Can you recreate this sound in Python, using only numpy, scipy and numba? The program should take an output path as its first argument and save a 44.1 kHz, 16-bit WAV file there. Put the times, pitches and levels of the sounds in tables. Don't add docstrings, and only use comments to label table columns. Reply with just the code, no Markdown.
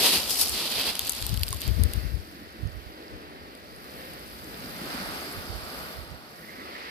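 import sys
import numpy as np
from scipy import signal
from scipy.fft import rfft, irfft
from scipy.io import wavfile
from scipy.ndimage import uniform_filter1d
from numba import njit

SR = 44100
rng = np.random.default_rng(int(sys.argv[2]) if len(sys.argv) > 2 else 0)


def store_wav(level_fs):
    pcm = np.round(np.clip(np.atleast_2d(level_fs), -1, 1) * 32767)
    wavfile.write(sys.argv[1], SR, pcm.T.astype(np.int16))


def convert_level_to_amplitude(level_db):
    exponent = np.asarray(level_db, float) / 20
    return 10 ** exponent


N = 304290
TIME = np.arange(N) / SR
RIGHT_LAG, LEFT_LAG = 19, -10


def columns(table):
    s, *rest = np.transpose(table)
    return [np.interp(TIME, s, c) for c in rest]


def by_pitch(hz, centres, values):
    return np.interp(np.log(hz), np.log(centres), values)


def unit(x):
    return x / np.sqrt(np.mean(x ** 2))


def highpass(x, order, hz):
    return signal.sosfilt(signal.butter(order, hz, "high", fs=SR, output="sos"), x)


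@njit
def bandpass(x, hz, width):
    y, band, low = np.empty(len(x)), 0., 0.
    g, k = np.tan(np.pi * hz / SR), width / hz
    for i in range(len(x)):
        v = (band + g * (x[i] - low)) / (1 + g * (g + k))
        band = 2 * v - band
        low += 2 * g * v
        y[i] = k * v
    return y


@njit
def rings(start, hz, t60, left, right, lag):
    margin = 32
    out = np.zeros((2, N + 8192))
    for k in range(len(start)):
        pole = np.exp(2j * np.pi * hz[k] / SR - np.log(1000) / (t60[k] * SR))
        z, i = 1 + 0j, int(start[k] * SR) + margin
        for n in range(min(int(t60[k] * SR), 8000)):
            out[0, i + n + int(lag[k])] += left[k] * z.imag
            out[1, i + n] += right[k] * z.imag
            z *= pole
    return out[:, margin:N + margin]


def chances(count):
    return rng.random((count, 3)).T


def walk(rate):
    k = int(SR / rate)
    held = np.repeat(rng.standard_normal(N // k + 1), k)
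    return 1.4 * uniform_filter1d(uniform_filter1d(held, k), k)[:N]


def swell(start, hold, rise, fall):
    return np.minimum(0, rise * (TIME - start)) - fall * np.maximum(0, TIME - start - hold)


def knocks(s, size, pan_db, low_hz, high_hz, t60, db, spread):
    pitch, ring, place = chances(len(s))
    hz = low_hz * (min(high_hz, 16000) / low_hz) ** pitch
    lag = np.clip(spread * (2 * place - 1), -30, 30)
    size = size * convert_level_to_amplitude(db)
    out = rings(s, hz, t60 * (.5 + ring), size * convert_level_to_amplitude(pan_db / 2), size * convert_level_to_amplitude(-pan_db / 2), lag)
    return highpass(out, 4, .8 * low_hz)


# start in seconds, hold in seconds, level in dB,
# grit over that level in dB.
TREAD = [
    (0.0, 0.16, -24, -2),
    (0.307, 0.028, -42, 11.5),
    (0.395, 0.029, -33.5, 7),
    (0.476, 0.0071, -39.5, -6),
    (0.537, 0.14, -34, -20),
    (0.719, 0.18, -30, -6.5),
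    (1.11, 0.14, -45, -2.5),
    (1.632, 0.056, -44.5, -7),
]
# thud, crunch and grit in dB.
TRICKLE_DB = (-7.5, -9, -8)


def tread():
    press, lift, settle = 450, 431, 24
    thud_db = -7
    power = 1e-12
    for s, hold, db, grit_db in TREAD:
        top = db + np.array([[thud_db], [0], [grit_db]])
        trickle = np.array(TRICKLE_DB)[:, None] + swell(s + hold, 0, lift, settle)
        power = power + convert_level_to_amplitude(2 * top) * (convert_level_to_amplitude(2 * swell(s, hold, press, lift)) + convert_level_to_amplitude(2 * trickle))
    return 10 * np.log10(power) - 200 * np.maximum(0, TIME - 2)


# lowest pitch in Hz, highest pitch in Hz,
# t60 in seconds, level in dB, spread of delay between the ports in samples.
STONE_BANDS = [(194, 1106, 0.0038, 1, 2.5), (2446, 5150, 0.0039, -1.5, 5.3),
               (5150, 14900, 0.0013, 5.5, 25.0)]


def boots():
    levels = tread()
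    when, size, pan = chances(count=30000)
    when = when * 2.2
    size = (1 - size) ** -np.interp(when, [.9, 1.1], [.27, .42])
    size = np.minimum(size, 7)
    out, slip = np.zeros((2, N)), convert_level_to_amplitude(1.5 * walk(40.06))
    for band, level_db in zip(STONE_BANDS, levels):
        grains = knocks(when, size, 6 * (pan - .5), *band)
        t60 = band[2]
        out += grains * convert_level_to_amplitude(level_db) * slip / np.sqrt(t60 * 900)
    return out


# time in seconds, crunch in dB, grit in dB.
CLICKS = [(0.2963, -21.5, -21), (0.3062, -28.5, -22), (0.3296, -25, -27), (0.3577, -22, -21),
          (0.4141, -21, -12), (0.4835, -32, -20), (0.4949, -32, -18), (0.701, -36, -24), (0.7162, -33, -24),
          (0.9536, -24, -24), (0.9932, -17, -14.5), (1.0702, -31, -21), (1.0763, -25.5, -25),
          (1.0951, -38, -15.5), (1.0978, -26, -18), (1.1224, -42, -22), (1.2077, -33, -33),
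          (1.2253, -22, -25.5), (1.2656, -29, -18), (1.2928, -26, -24), (1.3419, -26, -27),
          (1.3746, -25.5, -27), (1.4334, -15.5, -21.5), (1.4819, -24, -31), (1.4882, -47, -24.5),
          (1.528, -27.5, -19.5), (1.6179, -24, -25.5), (1.6782, -43, -27), (1.8364, -27, -18),
          (1.9356, -29.5, -25)]
# time in seconds, crunch in dB, grit in dB.
ROLLED = [(3.026, -45, -56), (3.5519, -43, -42), (3.8433, -54, -43), (4.1354, -53, -43), (4.3794, -45, -52),
          (4.5436, -37, -48), (4.638, -37, -41), (4.8471, -38, -44), (5.178, -33, -45), (6.1037, -42, -51),
          (6.3453, -52, -51)]
# time in seconds, pitch in Hz, t60 in seconds, level in dB.
HOLLOW = [
    (1.529, 1070, 0.045, -24.5),
]


def stray_stones():
    when, crunch, grit = chances(count=44)
    db = -25 - 3 * when - 12 * np.array([crunch, grit])
    db = db + [[-9], [0]]
    return np.transpose([1.0 + 0.62 * when, *db])


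def single_stones():
    rows = np.vstack([CLICKS, ROLLED, stray_stones()])
    pan_db = 9 + 10 * (chances(len(rows))[0] - .5)
    s, crunch_db, grit_db, pan_db = np.repeat(np.c_[rows, pan_db], 24, axis=0).T
    late = rng.exponential(size=len(s))
    s, fade = s + .0007 * late - .0004, convert_level_to_amplitude(-5.0 * late)
    crunch = knocks(s, fade * convert_level_to_amplitude(crunch_db), 0.28 * (pan_db - 8.0), 2740, 5200, 0.0055, -8.5, spread=7.2)
    grit = knocks(s, fade * convert_level_to_amplitude(grit_db), pan_db - 10.0, 6270, 15000, 0.004, .5, spread=7)
    s, hz, t60, db = np.transpose(HOLLOW)
    return crunch + grit + rings(s, hz, t60, convert_level_to_amplitude(db - 6.0), convert_level_to_amplitude(db), 0 * s - 10)


def pebbles(level_db):
    when, size, pan = chances(count=6000)
    clatter = knocks(when * N / SR, (1 - size) ** -.25, 8 * (pan - .5), 5000, 15000, .002, 0, spread=20)
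    return unit(clatter) * convert_level_to_amplitude(level_db)


# time in seconds, swell of heavy water in dB, foam on the stones in dB.
SURF = [(0, -45, -60), (1.3, -57.5, -49), (1.7, -48, -47), (2.0, -46, -49), (2.4, -50, -56),
        (3.0, -44, -58), (3.4, -45, -61), (3.8, -50, -55.5), (4.0, -45.5, -52), (4.4, -46, -48.5),
        (4.8, -44, -43.5), (5.3, -45.5, -43.5), (5.6, -46, -47), (5.8, -45.5, -44), (6.2, -49, -56.5),
        (6.4, -50, -52), (6.7, -46, -56.5), (6.9, -53, -59.5)]
# centre in Hz, dB per Hz over the level, share of foam against swell
SURF_ZONES = [(150, -25, 0.47, 0), (330, -26.5, 0.03, 0.22), (1300, -27, 0.43, 0.86),
              (3540, -41.5, 0.42, 1), (9500, -43, 0.96, 0.14)]
# start in seconds, rise in seconds, dB over the surf.
CRESTS = [
    (2.15, 0.22, 4.5),
    (4.78, 0.16, 5.5),
    (6.45, 0.46, 13),
]
# time in seconds, share on the left from 0 to 1.
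BREAKING = [(1.0, 1), (1.5, 0.06), (3.7, 0.07), (4.1, 0.07), (4.8, 0.32), (5.2, 0.67), (6.25, 0.62),
            (6.45, 0.17), (6.9, 0.02)]
# Hz, left port in dB, right port in dB.
FROM_RIGHT = [(515, 0.5, 0.5), (960, -5, -5), (1560, -6, -5), (1920, 0, 0.5), (2400, 1, -6), (10500, -7, 5),
              (13600, 10, -1)]
# Hz, left port in dB, right port in dB.
FROM_LEFT = [(300, 1, 0), (550, -5, 1.5), (1280, 3, 2), (1740, -2.5, -6), (2300, 0.5, -11),
             (3500, -1.5, 3.5), (5000, -8.5, 2), (10000, 4, 0)]


def surf():
    spread_hz = 1340
    echo_lag, echo_shares = 62, [.15, .5]
    heavy, foam = columns(SURF)
    crest_fall = 8
    crest = sum(np.maximum(0, db + swell(s + rise, 0, db / rise, crest_fall)) for s, rise, db in CRESTS)
    share, = np.clip(columns(BREAKING), 0, 1)
    centres, offsets, foamy, spill = np.transpose(SURF_ZONES)
    levels = offsets[:, None] + heavy + np.outer(foamy, foam - heavy) + np.outer(spill, crest)
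    right_hz, *right_db = np.transpose(FROM_RIGHT)
    left_hz, *left_db = np.transpose(FROM_LEFT)
    out, surge = np.zeros((2, N)), walk(3.337)
    for hz in 120 * 2 ** np.arange(0, 7.1, 1 / 3):
        width = hz / 4
        weights = [by_pitch(hz, centres, row) for row in np.eye(len(centres))]
        db = weights @ levels + 10 * np.log10(width)
        right, left, *apart = (unit(bandpass(noise, hz, width)) for noise in rng.standard_normal((4, N)))
        echo = np.outer(echo_shares, np.roll(left, echo_lag)) / (1 + (hz / 2500) ** 2)
        left = (left + echo) * np.sqrt(share)
        right = right * np.sqrt(1 - share)
        right_shade = [by_pitch(hz, right_hz, ear) for ear in right_db]
        left_shade = [by_pitch(hz, left_hz, ear) for ear in left_db]
        db = db + np.outer(right_shade, 1 - share) + np.outer(left_shade, share)
        alike = min(1.037 / (1 + (hz / spread_hz) ** 3) + 0.14, 1)
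        pair = np.array([np.roll(right, RIGHT_LAG) + np.roll(left[0], LEFT_LAG), right + left[1]])
        mixed = np.sqrt(alike) * pair + np.sqrt(1 - alike) * np.array(apart)
        out += convert_level_to_amplitude(db + surge + 1.33 * walk(9)) * mixed
    return out + pebbles(levels[-1] + 39.5)


# time in seconds, peak in dB, pitch in Hz.
SLUMPS = [(2.27, -37, 260), (2.36, -33.5, 241), (2.432, -39.5, 314), (2.533, -36, 273), (2.799, -53, 280),
          (3.081, -41, 230), (4.424, -37, 241), (4.541, -34, 192), (4.629, -33, 310), (4.72, -35, 180),
          (4.796, -31, 300), (4.941, -29, 200), (5.072, -33, 303), (5.205, -36, 305), (5.297, -36.5, 324),
          (5.424, -36.5, 242), (6.38, -39, 200), (6.543, -48, 347)]


def slumps():
    s, db, hz = np.repeat(np.array(SLUMPS), 9, axis=0).T
    late, pitch, ring = chances(len(s))
    share = np.clip(np.interp(s, *np.transpose(BREAKING)), 0, 1)
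    lag = RIGHT_LAG + share * (LEFT_LAG - RIGHT_LAG)
    size = convert_level_to_amplitude(db - 6.5)
    return rings(s + 0.083 * late, hz * (0.683 + .65 * pitch), 0.051 + .05 * ring, size, size, lag)


def backwash():
    start_s, full_s, rise = 6.42, 6.8, 14
    hz = 1990.0
    grains = rng.standard_normal(N) * convert_level_to_amplitude(2.8 * walk(65))
    rattle = bandpass(bandpass(grains, hz, 330.0), hz, 600.)
    db = -46.5 + swell(full_s, 9, rise, 0) + swell(start_s, 9, 500, 0) + .8 * walk(10)
    rattle = unit(rattle) * convert_level_to_amplitude(db)
    return np.array([convert_level_to_amplitude(-4.0) * np.roll(rattle, RIGHT_LAG), rattle])


# time in seconds, level in dB.
BREEZE = [(0, -52), (1.2, -61), (1.6, -50), (2.15, -50), (2.4, -57), (3.7, -58), (4.1, -54), (5.1, -51.5),
          (5.9, -69), (6.4, -60), (6.9, -59)]
# time in seconds, hold in seconds, level in dB,
# left minus right in dB.
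GUSTS = [(0.172, .005, -43, 2), (0.263, 0.017, -47, -18), (0.426, 0.0045, -41, -3), (0.51, 0.026, -41, -25),
         (0.76, 0.038, -48, 8), (0.874, 0.024, -47, 7), (1.035, 0.0082, -40.5, 102), (1.133, .005, -44, 18),
         (1.231, 0.01, -34, 24), (1.319, 0.059, -29.5, 31), (1.418, 0.0017, -30, 21),
         (1.488, 0.078, -35.5, 22), (1.682, 0.021, -23, 32), (1.79, 0.06, -22.5, 40.5),
         (1.967, 0.011, -23, 27), (2.051, 0.0042, -26.5, 30), (2.138, 0.015, -25, 30),
         (2.634, 0.032, -34, -27), (2.762, 0.012, -36.5, -23), (2.865, .005, -45, -18), (3.13, .03, -45, 8),
         (3.416, 0.049, -54, 8), (4.963, 0.13, -50, -14), (5.38, 0.0031, -41, -31),
         (5.504, 0.0057, -37, -28), (5.556, .005, -37.5, -30), (5.636, 0.018, -44, -25),
         (5.76, 0.093, -48, -17), (5.986, 0.03, -42, -21), (6.113, .03, -43.5, -30)]


def gusts(side):
    rise, fall = 378, 326
    power = convert_level_to_amplitude(2 * columns(BREEZE)[0]) / 2
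    for s, hold, db, pan_db in GUSTS:
        eddy = convert_level_to_amplitude(2 * (db + swell(s, hold, rise, fall)))
        power = power + eddy / (1 + convert_level_to_amplitude(-2 * side * pan_db))
    return np.sqrt(power)


def wind():
    ports = []
    for side in (1, -1):
        flutter = unit(bandpass(bandpass(rng.standard_normal(N), 72.5, 43.0), 53.6, 33.3))
        strength = np.sqrt(np.abs(uniform_filter1d(flutter ** 2, size=1500)))
        flutter = unit(flutter / (0.13 + strength))
        rush = unit(bandpass(bandpass(rng.standard_normal(N), 116.0, 200.), 140.0, 220.))
        rush = convert_level_to_amplitude(-43.5 + 3.7 * walk(30)) * rush
        ports.append((flutter + rush) * gusts(side) * convert_level_to_amplitude(5.5 + 2.3 * walk(25)))
    return np.array(ports)


def scene():
    air = boots() + single_stones() + surf() + slumps() + backwash()
    return highpass(air, 3, 150) + highpass(wind(), 2, 48)


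def port(x, colour):
    hz, db = np.transpose(colour)
    grid = np.maximum(np.arange(513) * SR / 1024, 1)
    cepstrum = irfft(by_pitch(grid, hz, db) * np.log(10) / 20)
    cepstrum[1:512] *= 2
    cepstrum[513:] = 0
    return signal.fftconvolve(x, irfft(np.exp(rfft(cepstrum))))[:N]


def low_pass(x):
    return signal.sosfilt(signal.butter(12, 16470, fs=SR, output="sos"), x)


# frequency in Hz, gain in dB.
LEFT_PORT = [(100, -0.5), (2000, 0.5), (4500, 1.5), (7200, -5), (8000, -1), (10500, 0), (13300, 1),
             (14300, 0.5), (15000, -13.5), (15500, -30), (17000, -48)]
# frequency in Hz, gain in dB.
RIGHT_PORT = [(300, 0.5), (750, -3.5), (1900, 3.5), (2400, 0.5), (3900, 5.5), (4400, 8), (4850, 10.5),
              (5150, 5), (5900, -4.5), (7900, -22), (8800, -13.5), (10000, -4.5), (13000, -6), (14500, -36)]


def record(dry):
    ports = np.array([port(dry[0], LEFT_PORT), port(dry[1], RIGHT_PORT)])
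    return low_pass(ports)


dry = scene()
out = record(dry)
store_wav(out)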